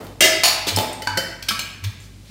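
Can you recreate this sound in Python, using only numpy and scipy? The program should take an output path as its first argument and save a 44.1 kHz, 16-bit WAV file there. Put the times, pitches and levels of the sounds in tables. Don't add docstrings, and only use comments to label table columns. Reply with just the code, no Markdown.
import sys
import numpy as np
from scipy import signal
from scipy.fft import rfft, irfft
from scipy.io import wavfile
from scipy.ndimage import uniform_filter1d

SR = 44100
rng = np.random.default_rng(int(sys.argv[2]) if len(sys.argv) > 2 else 0)


def linear_from_db(decibels):
    return 10 ** (np.asarray(decibels, float) / 20)


def wav_out(sig):
    wavfile.write(sys.argv[1], SR, np.round(np.clip(np.atleast_2d(sig).T, -1, 1) * 32767).astype(np.int16))


N = 101429

# [t/s, ring level/dB, crack level/dB, chatter decay/s]
BIG_PLATE_MODES = [(317, -13, 0.21), (640, -2, 0.48), (701, -10, 0.43), (1314, -18.5, 0.6),
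                   (1736, -7.5, 0.56), (1857, -11, 0.64), (2044.5, -2.5, 0.28), (2065, -14, .45),
                   (2815, -0.5, 0.34), (3068, -6, 0.36), (3726, -7, 0.41), (4704, -9, 0.46),
                   (5158, -10, 0.48), (6370, -6.5, 0.19)]
BIG_PLATE_CRACK = [(80, -50), (200, -8.5), (600, -8.5), (1200, -15.5), (3000, -9.5), (6000, -8),
                   (9500, -16.5), (15500, -17)]
BIG_PLATE_KNOCKS = [
    (0.2067, -26.5, -6.5, 0.011),
    (0.222, -13, -11, 0.014),
    (0.241, -27, -9.5, 0.018),
]
RIM_MODES = [(5840, -5, 0.18), (6420, 0, 0.083), (6804, -18, 0.089), (7192, -20, 0.69), (8700, 4, 0.3),
             (10190, -23, 0.31), (10750, -57, 5.0), (11370, -19, 0.39), (12900, -8, 0.12),
             (13100, -22, 0.3), (13600, -17, 0.29), (13920, -19, 0.35), (15420, -13, 0.14)]
RIM_KNOCKS = [
    (0.2065, -20, -24, 0.01),
    (0.435, -36, -32, 0.01),
    (1.174, -45, -37, .005),
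]
SAUCER_MODES = [(700, -17, 0.27), (2826, -7, 0.24), (2856, -9, 0.37), (3050, -8, 0.3), (4250, -4, 0.083),
                (4345, 1, 0.4), (4410, 0.5, 0.37), (4820, -4, 0.32), (5080, -3, 0.36), (5680, -7, 0.21),
                (6470, -4, 0.26), (6850, -5, 0.18), (8540, 2, 0.22), (10900, -11, .15)]
SAUCER_CRACK = [(80, -46), (250, -14), (700, -5.5), (1400, -11.5), (4000, -4.5), (7500, -12),
                (15500, -15.5)]
SAUCER_KNOCKS = [
    (0.435, -18.5, -8.5, 0.017),
    (0.455, -32, -11, 0.012),
    (0.479, -39, -16, .02),
]
BASIN_MODES = [(184, -1, 0.23), (265, -2, 0.16), (362, -10, 0.16), (406, -5, .12), (680, -12, 0.15),
               (738, -9, 0.14), (867, 2, 0.58), (963, -6, 0.14), (3055, 2.5, 0.17), (3720, -10, 0.14),
               (4320, 3, .12), (5900, -10, .1)]
BASIN_CRACK = [(80, -44.5), (200, -5.5), (800, -5.5), (1400, -11.5), (4500, -6.5), (8000, -16.5),
               (15500, -13.5)]
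BASIN_KNOCKS = [
    (0.01, -57, -40, 0.0025),
    (0.068, -55, -30.5, 0.0014),
    (0.669, -40, -23.5, 0.016),
    (0.7714, -26.5, -13, 0.0043),
    (0.786, -39, -14.5, 0.0037),
    (0.797, -53, -22, 0.0047),
    (0.808, -47, -23, 0.0086),
]
BOWL_MODES = [(277, -13, 0.44), (863, -7, 0.35), (921, -8.5, 0.25), (965, -5, 0.31), (1000, -11, .15),
              (1570, 0.5, 0.11), (2314, -11, .18), (2980, -7.5, 0.23), (3530, -28, 0.085),
              (4440, -4.5, 0.087), (4700, -5, 0.13), (5230, -12, .12), (6960, -18, 0.11), (9001, -11, 0.1)]
BOWL_CRACK = [(80, -44), (600, -22), (1000, 5.5), (4500, 4), (15500, -15.5)]
BOWL_KNOCKS = [
    (1.0721, -23, -18.5, 0.0049),
    (1.094, -56, -38, 0.014),
]
PLATE_MODES = [(190, -9, 0.13), (532, 2.5, 0.11), (678, -13, 0.44), (1340, -6.5, 0.25), (1550, -11, 0.32),
               (1982, -13, 0.27), (2290, -19, .1), (3050, -1.5, 0.35), (4419, 4, 0.13), (4730, -6, 0.26),
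               (5200, -6, .1), (5690, -6.5, .08), (7280, -11, 0.15), (8500, -6, .12)]
PLATE_CRACK = [(80, -22), (200, -10.5), (540, -6), (1100, -11), (2300, -5.5), (3700, -11), (4600, -7),
               (15500, -17.5)]
PLATE_KNOCKS = [
    (1.02, -39.5, -26.5, 0.0069),
    (1.049, -52, -35, .005),
    (1.173, -23.5, -12, 0.0069),
    (1.312, -50.5, -38, 0.0038),
]
CUP_MODES = [(1626, -10.5, 0.21), (1887, -28, 0.15), (2295, -12.5, 0.17), (2940, -23, 0.28),
             (3188, -2, 0.095), (3500, -12, 0.11), (3730, -5.5, .08), (4200, -14, 0.17), (4620, -14, 0.21),
             (5190, 0, 0.11), (5730, -1, .04), (8600, -15, 0.17), (10670, -20, 0.18), (12200, -13, 0.067)]
CUP_CRACK = [(80, -40), (190, -12), (600, -14.5), (1100, -17.5), (1800, -6.5), (5000, -9), (7000, -13.5),
             (15500, -20)]
CUP_KNOCKS = [
    (1.425, -43, -30.5, 0.011),
    (1.4854, -23, -15, 0.0037),
    (1.4885, -19.5, -10.5, 0.0046),
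    (1.498, -37, -19, .003),
]
CUP_LOW_MODES = [(204, -13.5, 0.31), (1141, -11, 0.27), (1316, 4, 0.14)]
CUP_LOW_KNOCKS = [
    (1.508, -22.5, -22, 0.016),
]
FORK_MODES = [(2320, -8, 0.17), (3085, -10, 0.3), (3230, -10, 0.066), (4146, -8, 0.25), (4280, -10, .2),
              (4600, -10, .15), (5230, -6, 0.12), (6342, -10, 0.22), (7300, -12, 0.13)]
FORK_CRACK = [(100, -13), (350, -5), (1000, -4.5), (2300, -3.5), (4500, -4.5), (15500, -11)]
FORK_KNOCKS = [
    (1.592, -26, -12.5, 0.0032),
    (1.839, -39, -26.5, 0.0061),
]
SPOON_MODES = [(7300, 0, .14), (8300, -16, .05)]
SPOON_CRACK = [(2000, -38), (8000, -3.5), (15500, -13)]
SPOON_KNOCKS = [
    (0.93, -66, -31, .003),
    (2.001, -49, -46, .005),
]
BASIN_PING_MODES = [(4330, -11, 0.02), (5240, 3, 0.027), (7200, -13, 0.026)]
BASIN_PING_KNOCKS = [
    (0.762, -11.5, -13, 0.0033),
]
# [t/s, level/dB, half length/s, f/Hz]
RUBS = [
    (0.044, -45, 0.01, 13800),
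    (0.686, -15, 0.01, 4180),
    (1.848, -26.5, 0.006, 3430),
    (2.01, -57, 0.012, 13000),
    (2.038, -47, 0.024, 4970),
    (2.29, -48, 0.034, 4020),
]
# [t/s, f/Hz, level/dB, rise/s, fall/s]
BOOMS = [
    (0.775, 100.5, -26, 0.031, 0.022),
    (1.151, 102, -37.5, 0.038, 0.011),
    (1.872, 100, -25, 0.028, 0.02),
]
# [f/Hz, t60/s]
KITCHEN_T60 = [(150, 0.75), (600, 0.86), (2000, 0.91), (5000, 0.6), (10000, 0.44), (15000, 0.39)]
# [f/Hz, level/dB, wander/dB]
HUM = [(51.4, -48.5, 2), (99.1, -45, 1.5)]
# [f/Hz, level/dB]
AIR = [(45, -17), (125, 1.5), (250, -6.5), (500, -18.5), (1200, -28), (4000, -25.5), (8000, -30),
       (15500, -39)]


def read(table, hz):
    table = np.array(table, float)
    return np.interp(np.log(np.maximum(hz, 1)), np.log(table[:, 0]), table[:, 1])


def unit(x):
    return x / np.sqrt(np.mean(x ** 2))


def unit_energy(h):
    return h / np.sqrt(np.sum(h ** 2))


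def colour(x, table):
    size = 2048
    level_db = read(table, np.fft.rfftfreq(size, 1 / SR))
    cepstrum = irfft(np.log(linear_from_db(level_db)))
    cepstrum[1:size // 2] *= 2
    cepstrum[size // 2 + 1:] = 0
    h = irfft(np.exp(rfft(cepstrum)))
    return signal.fftconvolve(x, unit_energy(h))[:len(x)]


def walk(rate_hz):
    hold = int(SR / rate_hz)
    steps = np.repeat(rng.standard_normal(N // hold + 1), hold)
    slewed = uniform_filter1d(uniform_filter1d(steps, hold), hold)
    return unit(slewed[:N])


def grit(spike_db, norm):
    return rng.standard_normal(N) * linear_from_db(spike_db * rng.exponential(size=N)) / norm


def mode_ring(modes):
    longest_ring_s, ring_knee_hz, flutter_db = 0.6, 4500, 4
    t = np.arange(SR // 2) / SR
    hz, db, t60_s = np.array(modes, float).T[:, :, None]
    t60_s = np.clip(t60_s, 0.02, longest_ring_s * np.minimum(ring_knee_hz / hz, 1))
    flutter = np.array([walk(55.5)[:len(t)] for _ in modes]) * flutter_db
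    flutter = flutter * np.minimum(t / 0.013, 1)
    level = linear_from_db(db + flutter - 60 * t / t60_s)
    return np.sum(level * np.sin(2 * np.pi * hz * t), axis=0)


def overtone_crowd(modes):
    count, t60_s, level_db, spread = 70, 0.02, -4, 0.044
    t = np.arange(SR // 2) / SR
    hz, db, _ = np.array(modes, float).T[:, :, None]
    detune, phase, life = rng.random((count, 3)).T[:, :, None]
    near_hz = np.resize(hz, detune.shape) * (1 + spread * (detune - 0.5))
    level = linear_from_db(0.33 * np.resize(db, near_hz.shape))
    decay = linear_from_db(-60 * t / (t60_s * (0.2 + life)))
    crowd = np.sum(level * np.cos(2 * np.pi * near_hz * t + 2 * np.pi * phase) * decay, axis=0)
    crowd = unit_energy(crowd) * linear_from_db(level_db)
    crowd[0] += 1
    return crowd


def dish(modes, crack, knocks):
    t = np.arange(N) / SR
    ring, crowd = mode_ring(modes), overtone_crowd(modes)
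    push, chatter = np.zeros(N), np.zeros(N)
    for at_s, ring_db, crack_db, decay_s in knocks:
        after = np.maximum(t - at_s, 0)
        fade = np.minimum(after / 0.00034, 1) * np.exp(-after / decay_s)
        contacts = fade * grit(3.27, 2.35)
        tick = np.maximum(1 - np.abs(t - at_s) * SR, 0)
        push += linear_from_db(ring_db) * tick + linear_from_db(ring_db - 35.5) * contacts
        chatter += linear_from_db(crack_db) * contacts
    ringing = signal.fftconvolve(push, ring)[:N]
    cracking = colour(signal.fftconvolve(chatter, crowd)[:N], crack)
    return np.array([ringing, cracking])


def rubs():
    t = np.arange(N) / SR
    out = np.zeros(N)
    for at_s, db, half_s, hz in RUBS:
        swell = linear_from_db(db) * np.exp(-0.5 * ((t - at_s) / half_s) ** 2)
        band = [(hz / 30, -22), (hz / 3, -9), (hz, 0), (hz * 3, -16)]
        out += colour(grit(2.05, 2.29) * swell, band)
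    return out


def cabinet():
    rise_hz_per_s = 140
    t = np.arange(N) / SR
    out = np.zeros(N)
    for at_s, hz, db, rise_s, fall_s in BOOMS:
        u = t - at_s
        swell = np.exp(-0.5 * (u / np.where(u < 0, rise_s, fall_s)) ** 2)
        out += linear_from_db(db + 7) * swell * np.sin(2 * np.pi * (hz + 0.5 * rise_hz_per_s * u) * u)
    return out


def kitchen(x):
    level_db, build_s = -1.5, 0.0018
    t = np.arange(SR) / SR
    noise = rfft(rng.standard_normal(SR))
    hz = np.maximum(np.arange(SR // 2 + 1), 1.0)
    h = np.zeros(SR)
    for centre_hz in 62.5 * 2 ** np.arange(0, 9, 0.5):
        band = np.maximum(1 - 2 * np.abs(np.log2(hz / centre_hz)), 0)
        h += irfft(noise * band) * linear_from_db(-60 * t / read(KITCHEN_T60, centre_hz))
    h = h * (1 - np.exp(-t / build_s))
    return signal.fftconvolve(x, unit_energy(h))[:N] * linear_from_db(level_db)


def earlier():
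    level_db, corner_hz, t60_s = -33.5, 450, 0.77
    t = np.arange(N) / SR
    band = [(80, -20), (200, 0), (corner_hz, 0), (3000, -22), (15000, -36)]
    dull = colour(rng.standard_normal(N), band)
    return dull * linear_from_db(level_db - 60 * t / t60_s + 1.1 * walk(28.0))


def fridge():
    air_db = -46.5
    t = np.arange(N) / SR
    hum = np.zeros(N)
    for hz, db, wander_db in HUM:
        level = linear_from_db(db + 3 + wander_db * walk(22))
        hum += level * np.sin(2 * np.pi * hz * t + 0.6 * walk(25))
    hiss = unit(colour(rng.standard_normal(N), AIR))
    return hum + hiss * linear_from_db(air_db + 0.43 * walk(7.75))


def scene():
    ring_echo_db = -6.5
    ring, crack = sum(dish(*d) for d in [
        (BIG_PLATE_MODES, BIG_PLATE_CRACK, BIG_PLATE_KNOCKS),
        (RIM_MODES, SPOON_CRACK, RIM_KNOCKS),
        (SAUCER_MODES, SAUCER_CRACK, SAUCER_KNOCKS),
        (BASIN_MODES, BASIN_CRACK, BASIN_KNOCKS),
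        (BOWL_MODES, BOWL_CRACK, BOWL_KNOCKS),
        (PLATE_MODES, PLATE_CRACK, PLATE_KNOCKS),
        (CUP_MODES, CUP_CRACK, CUP_KNOCKS),
        (CUP_LOW_MODES, CUP_CRACK, CUP_LOW_KNOCKS),
        (FORK_MODES, FORK_CRACK, FORK_KNOCKS),
        (SPOON_MODES, SPOON_CRACK, SPOON_KNOCKS),
        (BASIN_PING_MODES, SPOON_CRACK, BASIN_PING_KNOCKS)])
    crack = crack + rubs()
    echo = kitchen(crack + linear_from_db(ring_echo_db) * ring)
    mix = ring + crack + echo + cabinet() + earlier() + fridge()
    return mix[None]


def top_cut(x):
    return signal.sosfilt(signal.butter(12, 16990, fs=SR, output="sos"), x)


def record(dry):
    top_hz, bottom_hz = 15750, 42
    low_pass = signal.ellip(10, 0.2, 60, top_hz, fs=SR, output="sos")
    high_pass = signal.butter(6, bottom_hz, "high", fs=SR, output="sos")
    x = signal.sosfilt(low_pass, np.tanh(dry))
    fade_in = np.minimum(np.arange(N) / 300, 1)
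    x = signal.sosfilt(high_pass, x * fade_in)
    return top_cut(x)


dry = scene()
out = record(dry)
wav_out(out)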